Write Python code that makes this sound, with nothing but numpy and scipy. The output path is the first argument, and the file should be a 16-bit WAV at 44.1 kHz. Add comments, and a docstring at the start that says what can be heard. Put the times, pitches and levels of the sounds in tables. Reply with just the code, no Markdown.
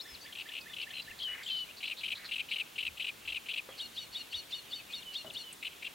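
"""Small songbirds at the edge of a reedbed on a calm day, over quiet air and microphone hiss.
First a far bird sings low upslurs while a near warbler rasps softly, its syrinx flapping unevenly.
From 1.2 s come two long whistles and far hoarse calls; from 1.8 s, eight loud stuttering rasps.
A soft knock at 3.7 s precedes nine nasal cheeps, each a buzz plus a whistle; dry stems tick among them
and a second knock falls at 5.2 s. Two short rasps close. Slurs and thin whistles come and go."""
import sys
import numpy as np
from scipy import signal
from scipy.fft import rfft, irfft
from scipy.io import wavfile
from scipy.ndimage import uniform_filter1d, map_coordinates

SR = 44100
rng = np.random.default_rng(int(sys.argv[2]) if len(sys.argv) > 2 else 0)


def transcribe(u):
    """Save the signal u as a 16-bit wav file named by the first command-line argument.

    u: samples, shape (n,) or (channels, n), limited to [-1, 1]; the rate is SR.
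    q: integer samples, one column per channel.
    """
    v = np.clip(np.atleast_2d(u).T, -1, 1)
    q = np.round(v * 32767).astype(np.int16)
    wavfile.write(sys.argv[1], SR, q)


N = 261954

# Warbler's rasping notes. Each row: time in seconds, time stretch factor, level in dB, rhythm name.
RASPS = [(.352, 0.97, -42, "soft"), (.517, 1.04, -41, "soft"), (.764, 1.06, -39.5, "soft"),
         (.934, 1, -42, "soft"), (1.828, 0.97, -37.5, "loud"), (2.033, 0.98, -36, "loud"),
         (2.311, 0.98, -35, "loud"), (2.510, 1.03, -35, "loud"), (2.780, 0.98, -35.5, "loud"),
         (2.996, .99, -36, "loud"), (3.275, 0.98, -36.5, "loud"), (3.485, 1.056, -36.5, "loud"),
         (5.626, 0.95, -40, "short"), (5.823, 0.96, -41, "short")]
# Bursts of each rhythm. Each row: offset in seconds, length in seconds, early pitch in Hz,
# late pitch in Hz, relative level in dB.
RHYTHM_BURSTS = { "soft": [(-.029, .015, 3100, 3290, -4.5), (0, 0.013, 2810, 2870, -3),
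                 (.018, .0105, 2760, 2970, -2), (.032, 0.013, 2810, 2790, 0.5),
                 (.0465, .007, 2780, 2750, 1.5), (.056, 0.023, 2824, 2750, -0.5)],
                 "loud": [(-.025, .018, 2730, 3020, -11), (0, 0.024, 2560, 2800, 0),
                 (.023, 0.017, 3040, 3050, -1.5), (.047, .0158, 2680, 2770, -1),
                 (.0712, .0098, 2730, 2820, -1.5), (.0835, 0.028, 2703, 2650, 0)],
                 "short": [(0, .015, 2320, 2420, -0.5), (.022, 0.018, 2570, 3100, 1),
                 (.041, .021, 2930, 2580, 1)]}
# Cheeps. Each row: peak time in seconds, whistle pitch in Hz, sweep exponent, buzz fundamental in Hz,
# level in dB.
CHEEP_NOTES = [(3.808, 3600, 1.37, 1454, -36.5), (3.984, 3560, 1.3, 1478, -36),
               (4.162, 3640, .95, 1458, -35.5), (4.349, 3640, 1.4, 1475, -34),
               (4.538, 3610, 0.53, 1472, -35), (4.737, 3630, 0.7, 1504, -36),
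               (4.943, 3630, 0.97, 1449, -36.5), (5.162, 3540, 1.27, 1438, -35.5),
               (5.369, 3490, 1.8, 1436, -36)]
# A cheep's whistle and buzz. Each row: offset from the peak in seconds, pitch ratio, gain in dB.
CHEEP_WHISTLE_CONTOUR = [(-.02, .88, -35), (-.011, .905, -7), (-.005, .945, -2), (0, 1.0, 0),
                         (.006, 1.04, -2), (.014, 1.045, -9), (.026, .985, -18), (.036, .97, -35)]
CHEEP_BUZZ_CONTOUR = [(-.045, 1.01, -22), (-.027, 1.0, -5), (-.016, .975, 1), (-.011, .93, -6),
                      (-.003, .97, -25), (.008, 1.02, -3), (.025, .998, 0), (.052, .978, -2),
                      (.063, .975, -9), (.074, .975, -24)]
# Buzz spectrum. Each row: harmonic number, gain in dB.
BUZZ_HARMONICS = [(2, -1.5), (3, 1.5), (4, -14.5), (5, -19), (6, -22)]
# Long whistles, one list per note. Each row: time in seconds, pitch in Hz, level in dB.
LONG_WHISTLE_CONTOURS = [
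    [(1.219, 2960, -44), (1.225, 3030, -37), (1.231, 3280, -41), (1.241, 3190, -37), (1.269, 3000, -38.5),
     (1.341, 2890, -40.5), (1.352, 2902, -58)],
    [(1.498, 3290, -31), (1.508, 3110, -35), (1.624, 2969, -39.5), (1.638, 2871, -40.5), (1.648, 2660, -60)],
]
# Warbler's direction. Each row: frequency in Hz, left minus right in dB.
WARBLER_PAN = [(1500, 3), (2400, 3.9), (3100, 4.0), (3700, 2.6), (4400, .5), (9000, .8)]
# Slurs and hoarse calls. Each row: start in seconds, length in seconds, start pitch in Hz,
# end pitch in Hz, level in dB.
SLUR_NOTES = [(-.004, 0.03, 3500, 4640, -44.5), (0.139, .026, 4850, 3530, -50.5),
              (.207, 0.056, 4500, 4750, -54.5), (.208, .028, 6000, 6300, -61),
              (1.102, 0.019, 2880, 2520, -49), (1.196, 0.031, 2980, 3540, -42),
              (1.458, 0.039, 3000, 3620, -42.5), (1.474, 0.044, 3000, 2460, -45.5),
              (1.685, 0.034, 2330, 2910, -49.5), (4.791, 0.023, 2650, 2510, -49),
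              (4.891, 0.053, 2420, 2570, -51), (5.019, 0.019, 3900, 2600, -50),
              (5.299, 0.014, 4050, 2350, -44), (5.505, .018, 3050, 2400, -55)]
HOARSE_NOTES = [(1.177, 0.084, 4110, 3800, -49), (1.257, .2, 2000, 2154, -50.5),
                (1.423, 0.077, 3450, 3830, -51.5), (1.424, 0.072, 7750, 6820, -60.5),
                (1.461, 0.17, 4170, 4230, -49), (1.763, 0.042, 4450, 3950, -51),
                (1.856, 0.04, 4250, 3920, -48), (1.961, .058, 3530, 4120, -47.5),
                (2.148, 0.044, 4020, 4100, -49.5), (2.156, .12, 2050, 1865, -54.5),
                (2.241, 0.042, 4250, 3855, -46.5), (2.497, 0.025, 4040, 4270, -46.5)]
# Low bird's phrases. Each row: start in seconds, level in dB.
UPSLUR_PHRASES = [(0.051, -52.5), (.248, -51), (0.455, -49.5), (.659, -49), (.865, -48), (1.074, -47),
                  (1.276, -51.5)]
# One upslur. Each row: offset in seconds, pitch in Hz, gain in dB.
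UPSLUR_CONTOUR = [(0, 1740, -11), (.005, 1730, -2.5), (.012, 1815, 1.5), (.02, 2090, -11),
                  (.027, 2060, -1.5), (.033, 2110, -25)]
# Far whistles. Each row: start in seconds, length in seconds, mid pitch in Hz, level in dB,
# left minus right in dB.
THIN_NOTES = [(.008, 0.037, 5300, -54.5, 6), (.03, .11, 3450, -58.5, 2), (.072, .08, 5200, -56.5, 5),
              (0.261, 0.031, 3430, -56.5, 1), (0.592, 0.063, 2560, -55, -1), (.675, 0.1, 3500, -57, 3),
              (0.933, 0.089, 4070, -49.5, 1), (3.688, 0.048, 3280, -55, 0), (5.043, .095, 3010, -49, -3.5),
              (5.262, 0.022, 2980, -49, 7), (5.425, 0.093, 3000, -51.5, -2)]
# Knocks. Each row: start in seconds, level in dB, resonance in Hz, its T60 in seconds, thud gain in dB.
SOFT_KNOCKS = [(3.689, -39, 530, 0.042, -24.5), (5.246, -45, 636, 0.14, -6.5)]
# Dry stems. Each row: start in seconds, level in dB, T60 in seconds.
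STEM_TICKS = [(3.811, -42, 0.011), (3.821, -45, 0.013), (4.984, -51, .015), (5.337, -44.5, 0.015),
              (5.413, -51.5, 0.025), (5.528, -43, 0.034)]
# Air and hiss. Each row: frequency in Hz, relative spectral density in dB.
AIR_SPECTRUM = [(15, -49), (30, -9.5), (60, -7.5), (230, -4.5), (420, -6), (800, -8.5), (1900, -8.5),
                (2600, -4), (3500, -4.5), (4900, -12), (7500, -13.5), (11000, -15), (15500, -15.5)]
# Stereo likeness of the air. Each row: frequency in Hz, left-right correlation.
AIR_CORRELATION = [(40, 0.96), (90, 0.9), (180, 0.76), (350, 0.22), (700, 0.013), (1400, 0.075),
                   (3000, 0.88), (6000, 0.73), (12000, 1)]
# Wind on the microphone. Each row: centre in seconds, length in seconds, level in dB.
WIND_PUFFS = [(0.139, .14, -63.5), (1.097, .15, -62), (2.901, 0.18, -61), (3.303, .22, -62),
              (4.364, 0.086, -59.5)]
# Faint whine. 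Each row: frequency in Hz, level in dB.
WHINE_TONES = [(6887, -82), (6912, -82)]


def from_db(db):
    return 10 ** (np.asarray(db) / 20)


def unit_rms(x):
    return x / np.sqrt(np.mean(x ** 2) + 1e-20)


def phase_of(hz):
    return 2 * np.pi * np.cumsum(hz) / SR


def at_hz(points, hz):
    """Interpolate on a log-frequency axis."""
    knots_hz, values = np.transpose(points)
    return np.interp(np.log(hz), np.log(knots_hz), values)


def band(x, low_hz, high_hz, order=2):
    """Butterworth band-pass."""
    return signal.sosfilt(signal.butter(order, [low_hz, high_hz], "band", fs=SR, output="sos"), x)


def wander(size, rate_hz):
    """Random drift of spread about 1, linear between rate_hz points a second."""
    position = np.arange(size) * rate_hz / SR
    return map_coordinates(rng.standard_normal(size // 4 + 4), [position + 1], order=1) * np.sqrt(3 / 2)


def contour(rows):
    """Per-sample pitch and gain from rows of seconds, pitch, dB."""
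    times_s, pitch, db = np.transpose(rows)
    t = np.arange(times_s[0], times_s[-1], 1 / SR)
    return np.interp(t, times_s, pitch), from_db(np.interp(t, times_s, db))


def add(out, start_s, sound, pan_db=0):
    """Mix in a mono sound; positive pan_db is left."""
    start = round(start_s * SR)
    sound = sound[max(-start, 0):N - start]
    start = max(start, 0)
    out[:, start:start + len(sound)] += from_db([[pan_db / 2], [-pan_db / 2]]) * sound


def rasp_burst(length_s, early_hz, late_hz, flap_hz=620, jitter=0.45, ring_s=0.00045,
               upper_hz=3880, upper_db=-14.5, upper_ring_s=0.0011,
               pure_from_s=0.0151, pure_fade_s=0.0068, pure_db=4, sag_per_s=9):
    """The syrinx flaps unevenly; each flap rings the throat at the pitch and a weaker upper resonance."""
    t = np.arange(int(length_s * SR)) / SR
    flap_s = np.cumsum(np.exp(jitter * rng.standard_normal(60))) / flap_hz
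    flap_s -= flap_s[0]
    flap_s = flap_s[flap_s < t[-1]]
    flaps = np.zeros(len(t))
    flaps[(flap_s * SR).astype(int)] = from_db(rng.normal(0, 1.9, len(flap_s)))

    def resonance(phase, decay_s):
        carrier = np.exp(1j * phase)
        ring = signal.fftconvolve(flaps / carrier, t * np.exp(-t / decay_s))[:len(t)] * carrier
        return ring / np.std(ring.real)
    # a long falling burst stops flapping and sinks as a pure tone
    sinking_s = np.maximum(t - pure_from_s, 0) * (late_hz < early_hz)
    pure_share = np.minimum(sinking_s / pure_fade_s, 1)
    pitch_hz = np.interp(t, [length_s / 4, length_s * 3 / 4], [early_hz, late_hz])
    phase = phase_of(pitch_hz * (1 - sag_per_s * sinking_s))
    upper = from_db(upper_db) * resonance(2 * np.pi * upper_hz * t, upper_ring_s)
    throat = resonance(phase, ring_s) + upper
    power = uniform_filter1d(np.abs(throat) ** 2, size=100)
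    evened = unit_rms(throat.real / (power + 0.01) ** 0.34)   # steady air pressure evens the flaps
    voice = (1 - pure_share) * evened + pure_share * from_db(pure_db) * np.sin(phase)
    swell = np.sin(np.pi * (t / length_s) ** 0.68) ** 0.51   # quick rise, slower fall
    return unit_rms(band(swell * voice, 2266, 4930, order=3))


def rasps(overtone_db=-27, scatter_db=0.6, pitch_scatter=0.011):
    """Each note stutters through its rhythm of bursts, with a faint third harmonic."""
    out = np.zeros((2, N))
    for note_s, stretch, note_db, rhythm in RASPS:
        for offset_s, length_s, early_hz, late_hz, burst_db in RHYTHM_BURSTS[rhythm]:
            tuning = 1 + pitch_scatter * rng.standard_normal()
            burst = rasp_burst(length_s * stretch, early_hz * tuning, late_hz * tuning)
            overtone = from_db(overtone_db) * unit_rms(band(burst ** 3, 7400, 13300))
            gain = from_db(note_db + burst_db + scatter_db * rng.standard_normal())
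            add(out, note_s + offset_s * stretch, gain * (burst + overtone))
    return out


def nasal_buzz(fundamental_hz, ragged_at_s=-0.018, ragged_width_s=0.0136, flicker_db=3):
    """One side of the syrinx buzzes, turning ragged as the other side sets in."""
    ratio, gain = contour(CHEEP_BUZZ_CONTOUR)
    size = len(ratio)
    from_peak_s = np.arange(size) / SR + CHEEP_BUZZ_CONTOUR[0][0]
    ragged = np.exp(-((from_peak_s - ragged_at_s) / ragged_width_s) ** 2)
    jitter = 0.021 + 0.042 * ragged * rng.uniform(0.7, 1.67)
    tuning = 1 + 0.0054 * wander(size, 46.7) + jitter * wander(size, 1800)
    phase = phase_of(fundamental_hz * ratio * tuning)
    buzz = sum(from_db(db + flicker_db * wander(size, 70)) * np.sin(k * phase)
               for k, db in BUZZ_HARMONICS)
    return np.sqrt(2) * gain * buzz


def cheeps(catch_lead_s=0.02, catch_db=-14, buzz_db=-13, waver=0.015, coupling=0.1):
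    """One side of the syrinx catches hoarsely, then whistles upward, shaken by the other side's buzz."""
    out = np.zeros((2, N))
    ratio, gain = contour(CHEEP_WHISTLE_CONTOUR)
    size = len(ratio)
    for peak_s, whistle_hz, sweep, buzz_hz, db in CHEEP_NOTES:
        catch = glide(length_s=0.018, start_hz=4230, end_hz=3706, rough=0.51)
        add(out, peak_s - catch_lead_s, from_db(db + catch_db) * catch)
        rise_hz = whistle_hz * ratio ** sweep * (1 + waver * wander(size, 72))
        shake = 1 + coupling * np.sin(phase_of(np.full(size, buzz_hz)))
        rise = gain * shake * whistle(rise_hz, rough=0.26)
        add(out, peak_s + CHEEP_WHISTLE_CONTOUR[0][0], from_db(db) * rise)
        add(out, peak_s + CHEEP_BUZZ_CONTOUR[0][0], from_db(db + buzz_db) * nasal_buzz(buzz_hz))
    return out


def whistle(pitch_hz, rough, spread_hz=130, rough_spread_hz=330):
    """Near sine, RMS 1; rough (0 to 1) turns part of it into a widening noise band around the pitch."""
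    settle = SR // 100
    noise = [1, 1j] @ rng.standard_normal((2, len(pitch_hz) + settle))
    lowpass = signal.butter(2, spread_hz + rough * rough_spread_hz, fs=SR, output="sos")
    shake = signal.sosfilt(lowpass, noise)[settle:]
    amplitude = np.sqrt(1 - rough ** 2) + rough * shake / np.std(shake)
    return unit_rms((amplitude * np.exp(1j * phase_of(pitch_hz))).real)


def long_whistles(rough=0.2, waver=0.01, flicker_db=0.1):
    """Two slowly sinking, slightly wavering notes."""
    out = np.zeros((2, N))
    for rows in LONG_WHISTLE_CONTOURS:
        pitch_hz, gain = contour(rows)
        size = len(pitch_hz)
        gain *= from_db(-flicker_db * wander(size, 90)) * signal.windows.tukey(size, 0.06)
        pitch_hz *= 1 + waver * wander(size, 72.6)
        add(out, rows[0][0], gain * whistle(pitch_hz, rough))
    return out


def from_the_left(x):
    """The warbler sits left; the level difference between the ears depends on frequency."""
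    bin_hz = np.maximum(np.arange(N // 2 + 1) * SR / N, 1)
    pan_db = at_hz(WARBLER_PAN, bin_hz)
    return irfft(rfft(x) * from_db([pan_db / 2, -pan_db / 2]), N)


def glide(length_s, start_hz, end_hz, rough, flicker_db=1.5, waver=0.0066):
    """A wavering slide; its strength flickers on the way through the reeds."""
    size = int(length_s * SR)
    gain = from_db(flicker_db * wander(size, 153)) * signal.windows.tukey(size, 0.39)
    pitch_hz = np.linspace(start_hz, end_hz, size) * (1 + waver * wander(size, 79.6))
    return gain * whistle(pitch_hz, rough)


def slurs():
    """Quick slides up or down between the warbler's notes."""
    out = np.zeros((2, N))
    for start_s, length_s, start_hz, end_hz, db in SLUR_NOTES:
        add(out, start_s, from_db(db) * glide(length_s, start_hz, end_hz, rough=0.42), pan_db=4.5)
    return out


def hoarse_calls():
    """Scratchy notes from deeper in the reeds; pitch and strength shake."""
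    out = np.zeros((2, N))
    for start_s, length_s, start_hz, end_hz, db in HOARSE_NOTES:
        call = glide(length_s, start_hz, end_hz, rough=0.92, flicker_db=2.5, waver=0.0245)
        add(out, start_s, from_db(db) * call)
    return out


def upslurs(repeat_s=0.037, repeat_db=-3, flick_at_s=0.154, flick_db=-2, rough=0.08, pan_db=-1.8):
    """A low rising note sung twice, then a high downward flick."""
    out = np.zeros((2, N))
    pitch_hz, gain = contour(UPSLUR_CONTOUR)
    for start_s, db in UPSLUR_PHRASES:
        add(out, start_s, from_db(db) * gain * whistle(pitch_hz, rough), pan_db)
        add(out, start_s + repeat_s, from_db(db + repeat_db) * gain * whistle(pitch_hz, rough), pan_db)
        flick = glide(length_s=0.014, start_hz=4930, end_hz=4160, rough=0.7)
        add(out, start_s + flick_at_s, from_db(db + flick_db) * flick, pan_db)
    return out


def thin_whistles(sag_per_s=0.59):
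    """Far birds hold notes that sag slightly in pitch."""
    out = np.zeros((2, N))
    for start_s, length_s, mid_hz, db, pan_db in THIN_NOTES:
        sag = sag_per_s * length_s / 2
        note = glide(length_s, mid_hz * (1 + sag), mid_hz * (1 - sag), rough=0.15)
        add(out, start_s, from_db(db) * note, pan_db)
    return out


def knocks_and_ticks(ring_db=-1, clack_db=-8):
    """A knock is a hollow ring, a clack and a low thud; a stem tick is a tiny bright snap."""
    out = np.zeros((2, N))
    t = np.arange(SR // 2) / SR

    def burst(low_hz, high_hz, t60_s):
        return unit_rms(band(rng.standard_normal(len(t)), low_hz, high_hz)) * from_db(-60 * t / t60_s)
    for start_s, db, ring_hz, t60_s, thud_db in SOFT_KNOCKS:
        ring = from_db(ring_db - 60 * t / t60_s) * np.sin(2 * np.pi * ring_hz * t)
        clack = from_db(clack_db) * burst(440, 1600, t60_s=0.086)
        thud = from_db(thud_db) * burst(100, 740, t60_s=0.48)
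        add(out, start_s, from_db(db) * (ring + clack + thud))
    for start_s, db, t60_s in STEM_TICKS:
        add(out, start_s, from_db(db) * burst(7800, 9700, t60_s))
    return out


def reed_scatter(x, t60_s=0.4, build_s=0.0041):
    """Countless stems scatter a smooth tail, different at each ear."""
    t = np.arange(SR * 3 // 5) / SR
    tail = rng.standard_normal((2, len(t))) * from_db(-60 * t / t60_s) * (1 - np.exp(-t / build_s))
    tail /= np.sqrt(np.sum(tail ** 2) / 2)
    return signal.fftconvolve(x, tail, axes=1)[:, :N]


def air(level_db=-53.5, sway_db=1.1, far_song_db=2.53):
    """Outdoor noise and hiss; the rumble sways and two bands shimmer like far birdsong."""
    bin_hz = np.maximum(np.arange(N // 2 + 1) * SR / N, 1)
    correlation = at_hz(AIR_CORRELATION, bin_hz)
    width = np.sqrt((1 - correlation) / (1 + correlation))
    mid_bins, side_bins = rfft(rng.standard_normal((2, N))) * from_db(at_hz(AIR_SPECTRUM, bin_hz))
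    mid, side = irfft(mid_bins, N), irfft(side_bins * width, N)
    noise = (mid + side * [[1], [-1]]) / np.std(mid)
    for low_hz, high_hz, swing_db, rate_hz in [
            (15, 280, sway_db, 17), (2160, 3300, far_song_db, 30), (3050, 3300, far_song_db, 62)]:
        part = irfft(rfft(noise) * ((bin_hz >= low_hz) & (bin_hz < high_hz)), N)
        noise += part * (from_db(swing_db * wander(N, rate_hz)) - 1)
    return from_db(level_db) * noise


def wind_puffs():
    """Low swells of air on the microphone, alike in both channels."""
    out = np.zeros((2, N))
    for centre_s, length_s, db in WIND_PUFFS:
        size = int(length_s * SR)
        rumble = unit_rms(band(rng.standard_normal(SR // 2), 40, 90)[-size:])
        add(out, centre_s - length_s / 2, from_db(db) * np.hanning(size) * rumble)
    return out


def whine(drift_hz=4):
    """Two very faint, close tones beat."""
    return sum(from_db(db) * unit_rms(np.sin(phase_of(hz + drift_hz * wander(N, 14))))
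               for hz, db in WHINE_TONES)


def scene(rasp_wet_db=-22, song_wet_db=-13.5, far_wet_db=-8):
    """The further a source, the more of it arrives by way of the reeds."""
    rasping = from_the_left(rasps())
    song = from_the_left(cheeps() + long_whistles()) + slurs()
    far = thin_whistles() + hoarse_calls() + upslurs() + knocks_and_ticks()
    send = from_db(rasp_wet_db) * rasping + from_db(song_wet_db) * song + from_db(far_wet_db) * far
    return rasping + song + far + reed_scatter(send) + air() + wind_puffs() + whine()


def record(dry, cutoff_hz=15900):
    """Steep low-pass."""
    return signal.sosfilt(signal.ellip(10, 0.1, 70, cutoff_hz, fs=SR, output="sos"), dry)


dry = scene()
out = record(dry)
transcribe(out)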